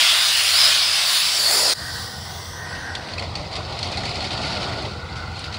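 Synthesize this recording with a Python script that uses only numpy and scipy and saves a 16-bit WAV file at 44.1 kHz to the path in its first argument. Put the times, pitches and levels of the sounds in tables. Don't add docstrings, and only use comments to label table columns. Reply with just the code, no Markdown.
import sys
import numpy as np
from scipy import signal
from scipy.io import wavfile

SR = 44100
rng = np.random.default_rng(int(sys.argv[2]) if len(sys.argv) > 2 else 0)


def output_pcm(signal):
    pcm = np.clip(np.atleast_2d(signal).T, -1, 1) * 32767
    wavfile.write(sys.argv[1], SR, np.round(pcm).astype(np.int16))


N = 246078

# time in seconds, level in dB, centre of the whistling band in Hz, its lift in dB.
JET = [(0, -16.5, 3270, 5.5), (.2, -18, 3520, 2), (.38, -18, 3570, -4.5), (.52, -18.5, 4030, 2),
       (.6, -18.5, 5300, 10), (.72, -17.5, 4750, 1), (.8, -19, 4300, 6.5), (.92, -18, 4640, -1.5),
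       (1.15, -18.5, 4150, 4.5), (1.3, -19.5, 4850, 1.5), (1.47, -16.5, 4410, 10), (1.58, -14.5, 4740, 4),
       (1.735, -15.5, 4900, 3.5)]
# frequency in Hz, relative level in dB.
JET_SPECTRUM = [(120, -54), (200, -17), (227, -27.5), (507, -22), (718, -9), (786, -14), (1130, -8.5),
                (2530, -7.5), (3510, 0), (5160, -3.5), (6540, -12.5), (9950, -11), (12600, -26.5),
                (15700, -15)]
# time in seconds, lift in dB.
JET_MIDRANGE = [(0, 2), (1.2, 0.5), (1.36, -4), (1.56, -11.5), (1.735, -9)]
# time in seconds, lift in dB before weighting by frequency.
JET_TREBLE = [(0, -3), (.5, 1.5), (.9, -7), (1.15, 1.5), (1.3, -3), (1.52, 2.5), (1.735, -11)]
# centre in Hz, width in Hz, lift in dB at full strength.
IRON_MODES = [(2116, 350, 7.5), (2535, 150, 4.5), (2960, 99, 3), (3670, 91, 3), (4420, 300, 1),
              (4780, 1050, 2)]
# time in seconds, mean peak spacing in Hz, full ripple amplitude in dB.
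IRON_ECHO = [(0, 2300, 2), (1.0, 2450, 2), (1.73, 2400, 3.5), (2.0, 2720, -0.5), (3.2, 2880, 10.5)]
# time in seconds, level in dB.
HOLE_LEVEL = [(1.25, -70), (1.3, -47), (1.53, -33), (1.58, -32.5), (1.704, -27.5), (1.735, -34)]
# frequency in Hz, relative level in dB.
HOLE_SPECTRUM = [(88, -50), (150, -22.5), (563, -4.5), (614, -0.5), (658, -3.5), (1020, -9), (1200, -28),
                 (1560, -38), (2640, -120)]

# time in seconds, overall gain in dB.
COMPRESSOR_GAIN = [(0, -52), (.7, -45), (1.35, -48.5), (1.74, -44.5), (1.8, -34), (3.1, -37), (3.3, -34),
                   (4.85, -38), (5.05, -33), (5.58, -34)]
# multiple of the crank rate, relative level in dB.
CRANK_ORDERS = [(5, -26), (6, -24), (7, -3.5), (8, 3), (10, -4), (11, -9), (12, -9), (14, -4), (16, -28),
                (18, -10.5), (20, -16.5), (30, -13.5), (44, -13), (70, -14), (88, -11)]
# frequency in Hz, relative level in dB.
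CASING_SPECTRUM = [(18, -51), (30, -18), (81, -5.5), (287, -19), (333, -19.5), (372, -19.5), (491, -16.5),
                   (579, -17.5), (751, -14.5), (1260, -18), (1550, -44), (2040, -20), (2500, -39),
                   (3250, -82), (5500, -120)]
# frequency in Hz, relative level in dB.
ROOM_SPECTRUM = [(2000, -83), (8000, -66), (12000, -84), (15700, -73)]

# time in seconds, level in dB.
BLEED_LEVEL = [(1.74, -38), (1.79, -32.5), (1.97, -29.5), (2.12, -34), (2.5, -35.5), (2.85, -41),
               (3.15, -52.5)]
# frequency in Hz, relative level in dB.
BLEED_SPECTRUM = [(1350, -52), (2300, -12), (2510, -12), (3170, 0.5), (4040, 1.5), (4670, 4.5),
                  (5660, -2.5), (6430, -9.5), (8250, -8), (8950, -11.5), (10300, -10), (12300, -23.5),
                  (13100, -34), (15100, -16), (15700, -11.5)]
# time in seconds, centre in Hz.
BLEED_GLIDE = [(2.0, 5020), (2.36, 6000)]
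# time in seconds, lift in dB before weighting by frequency.
BLEED_TREBLE = [(1.8, 9.5), (3.1, -4.5)]
# time in seconds, lift in dB.
BLEED_TOP = [(1.8, -2), (2.06, 3), (2.5, 6), (3.1, -16)]

# time in seconds, level in dB.
HOLLOW_LEVEL = [(1.75, -45), (1.8, -36.5), (2.2, -43), (2.5, -47.5), (2.58, -40.5), (2.85, -33.5),
                (3.27, -48), (3.55, -46), (4.78, -34), (5.05, -40), (5.2, -37), (5.36, -45), (5.46, -39),
                (5.58, -37.5)]
# time in seconds, centre in Hz.
HOLLOW_PITCH = [(3.05, 1530), (3.3, 1416)]
# time in seconds, level in dB relative to the lower.
HOLLOW_UPPER = [(1.8, 1.5), (4.78, -8.5), (5.0, -22)]

# time in seconds, rumble level in dB, rustle level in dB.
DRAG_LEVELS = [(2.55, -51, -62), (2.68, -40.5, -43), (3.1, -36, -40), (3.5, -35.5, -39.5),
               (3.8, -33, -34.5), (4.1, -31, -36.5), (4.26, -31.5, -32.5), (4.29, -36, -35.5),
               (4.33, -30, -37.5), (4.45, -30.5, -30), (4.62, -29, -31), (4.88, -30, -36),
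               (5.01, -45, -41.5), (5.33, -48, -40.5), (5.37, -37, -40), (5.42, -47, -38), (5.5, -44, -41),
               (5.58, -37, -41)]
# frequency in Hz, relative level in dB.
RUMBLE_SPECTRUM = [(24, -34), (40, -20), (81, 4), (145, -6), (189, -6.5), (311, -10), (411, -8),
                   (453, -14.5), (573, -7), (767, -4), (1040, -15.5), (1100, -13.5), (1430, -17),
                   (2420, -120)]
# frequency in Hz, relative level in dB.
GRIT_SPECTRUM = [(1000, -36), (1700, -11.5), (2030, -7.5), (2710, -3.5), (4560, 0.5), (6020, -13),
                 (8500, -19.5), (9410, -26.5), (10100, -23.5), (11300, -31.5), (12400, -55), (15700, -48)]
# start in seconds, level in dB, ringing frequency in Hz, then treble and
# loose sand, both in dB relative to that level.
CRUNCHES = [(2.7516, -25.5, 4820, -25, -27), (2.9501, -15.5, 3480, -19.5, -24),
            (3.0704, -28.5, 4500, -25, -10), (3.0844, -26, 2500, -25, -14), (3.1337, -19, 4340, -36, -30),
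            (3.18, -18, 2500, -28, -18), (3.1934, -19.5, 4430, -22, -25), (3.2216, -21, 2170, -28, -15),
            (3.3528, -16.5, 4450, -30, -16), (3.3944, -30, 2140, -20, -10), (3.5124, -27.5, 4480, -27, -9),
            (3.527, -24, 4490, -30, -10), (3.553, -18.5, 4870, -30, -22), (3.5616, -20, 3550, -21, -19),
            (3.722, -22, 4470, -25, -23), (3.7424, -29, 3600, -25, -18), (3.7884, -20, 4950, -22, -31),
            (3.8274, -12.5, 4370, -29, -15), (3.845, -33, 4970, -23, -31), (3.8716, -26, 4410, -16, -26),
            (3.914, -21.5, 5000, -23, -7), (3.971, -17.5, 4130, -20, -10), (4.0326, -17.5, 2020, -30, -14),
            (4.0528, -15.5, 4380, -27, -16), (4.0904, -18.5, 4420, -29, -10.5),
            (4.1545, -19, 4800, -29, -14), (4.2047, -19, 4300, -28, -11), (4.2234, -25, 3730, -23, -14),
            (4.242, -19, 4440, -23, -15), (4.305, -17.5, 3670, -28, -6), (4.3295, -19, 4800, -30, -22),
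            (4.375, -18, 4430, -33, -20), (4.4163, -21, 4400, -29, -14), (4.4475, -21, 4030, -30, -19),
            (4.4657, -25, 3190, -30, -14), (4.5116, -23, 4020, -32, -23), (4.6265, -20, 4040, -32, -24),
            (4.7261, -22, 2480, -29, -24), (4.8219, -27, 4300, -16, -22), (5.155, -27.5, 3810, -39, -5),
            (5.3562, -31, 4770, -23, -4), (5.391, -27.5, 4330, -11, -17), (5.44, -19, 3880, -41, -13.5),
            (5.5238, -23.5, 4310, -35, -9), (5.5414, -19, 4120, -37, -16)]

WINDOW, HOP = 512, 128


def from_db(db):
    return 10 ** (np.asarray(db) / 20)


def unit_rms(x):
    return x / np.sqrt(np.mean(x ** 2) + 1e-20)


def column(rows, k, s):
    return np.interp(s, np.array(rows)[:, 0], np.array(rows)[:, k])


def envelopes(rows, fade_s=0.003):
    s, *columns = np.transpose(rows)
    t = np.arange(N) / SR
    gate = np.clip((t - s[0]) / fade_s + 1, 0, 1) * np.clip((s[-1] - t) / fade_s + 1, 0, 1)
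    return [gate] + [np.interp(t, s, c) for c in columns]


def spectrum_db(points, hz):
    return np.interp(np.log(hz), np.log(np.array(points)[:, 0]), np.array(points)[:, 1])


def bell(hz, centre_hz, width_hz):
    return 1 / (1 + (2 * (hz - centre_hz) / width_hz) ** 2)


def treble_share(hz):
    return np.clip(np.log2(hz / 5000) / 2.3, 0, 1)


def drift(rate, rows=1):
    pole = np.exp(-np.pi * rate * WINDOW / SR / 2)
    noise = rng.standard_normal((rows, N // HOP + 403))
    return unit_rms(signal.lfilter([1], [1, -2 * pole, pole * pole], noise)[:, 400:])


def grains(spread_db):
    return rng.standard_normal(N) * from_db(spread_db * np.minimum(rng.exponential(1, N), 5))


def coloured(source, colour, band_db, swell_db, rate, size=WINDOW):
    hz, s, spectra = signal.stft(source, SR, nperseg=size, noverlap=size * 3 // 4)
    hz = np.maximum(hz, 10)[:, None]
    band = np.round(np.interp(hz[:, 0], [0, 1000, SR / 2], [0, 10, 110])).astype(int)
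    frame = (np.minimum(s * SR, N) / HOP).astype(int)
    flicker_db = band_db * drift(rate, rows=111)[band] + swell_db * drift(rate)
    spectra = spectra * from_db(colour(hz, s) + flicker_db[:, frame])
    return unit_rms(signal.istft(spectra, SR, nperseg=size, noverlap=size * 3 // 4)[1][:N])


def iron_db(hz):
    return sum(db * bell(hz, centre_hz, width_hz) for centre_hz, width_hz, db in IRON_MODES)


def echo_db(hz, s):
    hand = drift(rate=4.3)[0]
    unsteadiness = np.interp(s * SR / HOP, np.arange(len(hand)), hand)
    spacing_hz = column(IRON_ECHO, 1, s) * (1 + 0.059 * unsteadiness)
    return column(IRON_ECHO, 2, s) * np.cos(2 * np.pi * hz / spacing_hz) * np.clip(hz / 3500 - .5, 0, 1)


def jet():
    def colour(hz, s):
        whistle = column(JET, 3, s) * bell(hz, column(JET, 2, s), 340)
        midrange = column(JET_MIDRANGE, 1, s) * bell(hz, 2830, 2040)
        treble = column(JET_TREBLE, 1, s) * treble_share(hz) * bell(hz, 13000, 9700)
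        steady = spectrum_db(JET_SPECTRUM, hz) + 0.34 * iron_db(hz)
        return steady + whistle + midrange + treble + echo_db(hz, s)
    gate, level_db, *_ = envelopes(JET)
    _, boom_db = envelopes(HOLE_LEVEL)
    hiss = coloured(grains(1.0), colour, band_db=2.0, swell_db=0.73, rate=5.5)
    boom = coloured(grains(0.46), lambda hz, s: spectrum_db(HOLE_SPECTRUM, hz),
                    band_db=-3.3, swell_db=1.0, rate=16.0, size=2048)
    return gate * (from_db(level_db) * hiss + from_db(boom_db) * boom)


def compressor(crank_hz=10.9, throb_peak_s=1.81):
    def waver(rate):
        return np.interp(np.arange(N) / HOP, np.arange(3 + N // HOP), drift(rate)[0])
    _, gain_db = envelopes(COMPRESSOR_GAIN)
    angle = 2 * np.pi * np.cumsum(crank_hz * (1 + 0.0031 * waver(2.54))) / SR
    harmonics = sum(from_db(db + 2.0 * waver(2.1)) * np.sin(order * angle + rng.uniform(0, 2 * np.pi))
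                    for order, db in CRANK_ORDERS)
    casing = coloured(grains(0.84), lambda hz, s: spectrum_db(CASING_SPECTRUM, hz),
                      band_db=2.5, swell_db=1.0, rate=3.4, size=4096)
    throb_db = -2.5 + 2 * np.cos((angle - angle[int(throb_peak_s * SR)]) / 2)
    casing_db = -3.0 + 0.75 * np.sin(2 * angle)
    return from_db(gain_db) * (from_db(throb_db) * unit_rms(harmonics) + from_db(casing_db) * casing)


def room_hiss():
    return from_db(-62) * coloured(grains(.2), lambda hz, s: spectrum_db(ROOM_SPECTRUM, hz),
                                   band_db=1.5, swell_db=.6, rate=5.0)


def bleed():
    def colour(hz, s):
        glide = 5.3 * bell(hz, column(BLEED_GLIDE, 1, s), 660)
        treble = column(BLEED_TREBLE, 1, s) * treble_share(hz)
        top = column(BLEED_TOP, 1, s) * np.clip((hz - 12000) / 1500, 0, 1)
        return spectrum_db(BLEED_SPECTRUM, hz) + glide + treble + top + echo_db(hz, s)
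    gate, level_db = envelopes(BLEED_LEVEL, fade_s=.06)
    return gate * from_db(level_db) * coloured(grains(.3), colour, band_db=1.5, swell_db=0.4, rate=5.0)


def hollow_tone():
    def colour(hz, s):
        lower = bell(hz, column(HOLLOW_PITCH, 1, s), 210)
        upper = from_db(column(HOLLOW_UPPER, 1, s)) * bell(hz, 1880, 200)
        return 20 * np.log10(lower + upper)
    gate, level_db = envelopes(HOLLOW_LEVEL, fade_s=0.034)
    breath = coloured(grains(0.62), colour, band_db=2.15, swell_db=-1.5, rate=2.6, size=2048)
    return gate * from_db(level_db) * breath


def grit_db(hz, s):
    return spectrum_db(GRIT_SPECTRUM, hz) + iron_db(hz)


def bursts(rise_s, t60_s):
    t = np.arange(SR // 4) / SR
    shape = from_db(-60 * t / t60_s) * np.clip(t / rise_s, 0, 1)
    return [(round(s * SR), from_db(db) * shape[:N - round(s * SR)]) for s, db, *_ in CRUNCHES]


def superpose(pieces):
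    out = np.zeros(N)
    for start, piece in pieces:
        out[start:start + len(piece)] += piece
    return out


def drag():
    gate, rumble_db, rustle_db = envelopes(DRAG_LEVELS, fade_s=0.081)
    rumble = coloured(grains(1.5), lambda hz, s: spectrum_db(RUMBLE_SPECTRUM, hz),
                      band_db=1.5, swell_db=1.2, rate=14.0, size=1024)
    rustle = coloured(grains(0.88), lambda hz, s: grit_db(hz, s) + 1.6 * bell(hz, 4120, 630),
                      band_db=2.5, swell_db=0.97, rate=39.0)
    thuds = from_db(-19) * superpose(bursts(rise_s=0.035, t60_s=0.17))
    spills = bursts(rise_s=0.019, t60_s=0.15)
    loose_sand = superpose((start, from_db(sand_db) * shape)
                           for (start, shape), (*_, sand_db) in zip(spills, CRUNCHES))
    return (gate * from_db(rumble_db) + thuds) * rumble + (gate * from_db(rustle_db) + loose_sand) * rustle


def crunches(ring_width_hz=170):
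    shapes = bursts(rise_s=.003, t60_s=0.038)
    pole = np.exp(-np.pi * ring_width_hz / SR)
    rings, treble_shapes = [], []
    for (start, shape), (_, _, ring_hz, treble_db, _) in zip(shapes, CRUNCHES):
        resonator = [1, -2 * pole * np.cos(2 * np.pi * ring_hz / SR), pole * pole]
        tone = signal.lfilter([1], resonator, rng.standard_normal(SR // 4))
        rings.append((start, unit_rms(tone)[:len(shape)] * shape))
        treble_shapes.append((start, from_db(treble_db) * shape))
    grit = coloured(grains(1.7), grit_db, band_db=3.0, swell_db=.8, rate=40.0)
    fine_grit = coloured(grains(2.0), lambda hz, s: 40 * np.log10(bell(hz, 8500, 5000)),
                         band_db=3.0, swell_db=1.5, rate=25.0)
    body = from_db(-5.5) * (superpose(rings) + superpose(shapes) * grit)
    lowpass = signal.butter(12, 10800, fs=SR, output="sos")
    return signal.sosfilt(lowpass, body + superpose(treble_shapes) * fine_grit)


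def scene():
    pressure = jet() + bleed() + hollow_tone() + compressor() + drag() + crunches() + room_hiss()
    return np.tile(pressure, (2, 1))


def record(dry):
    cutoff_hz = 15720
    return signal.sosfilt(signal.ellip(14, .3, 70, cutoff_hz, fs=SR, output="sos"), dry)


dry = scene()
out = record(dry)
output_pcm(out)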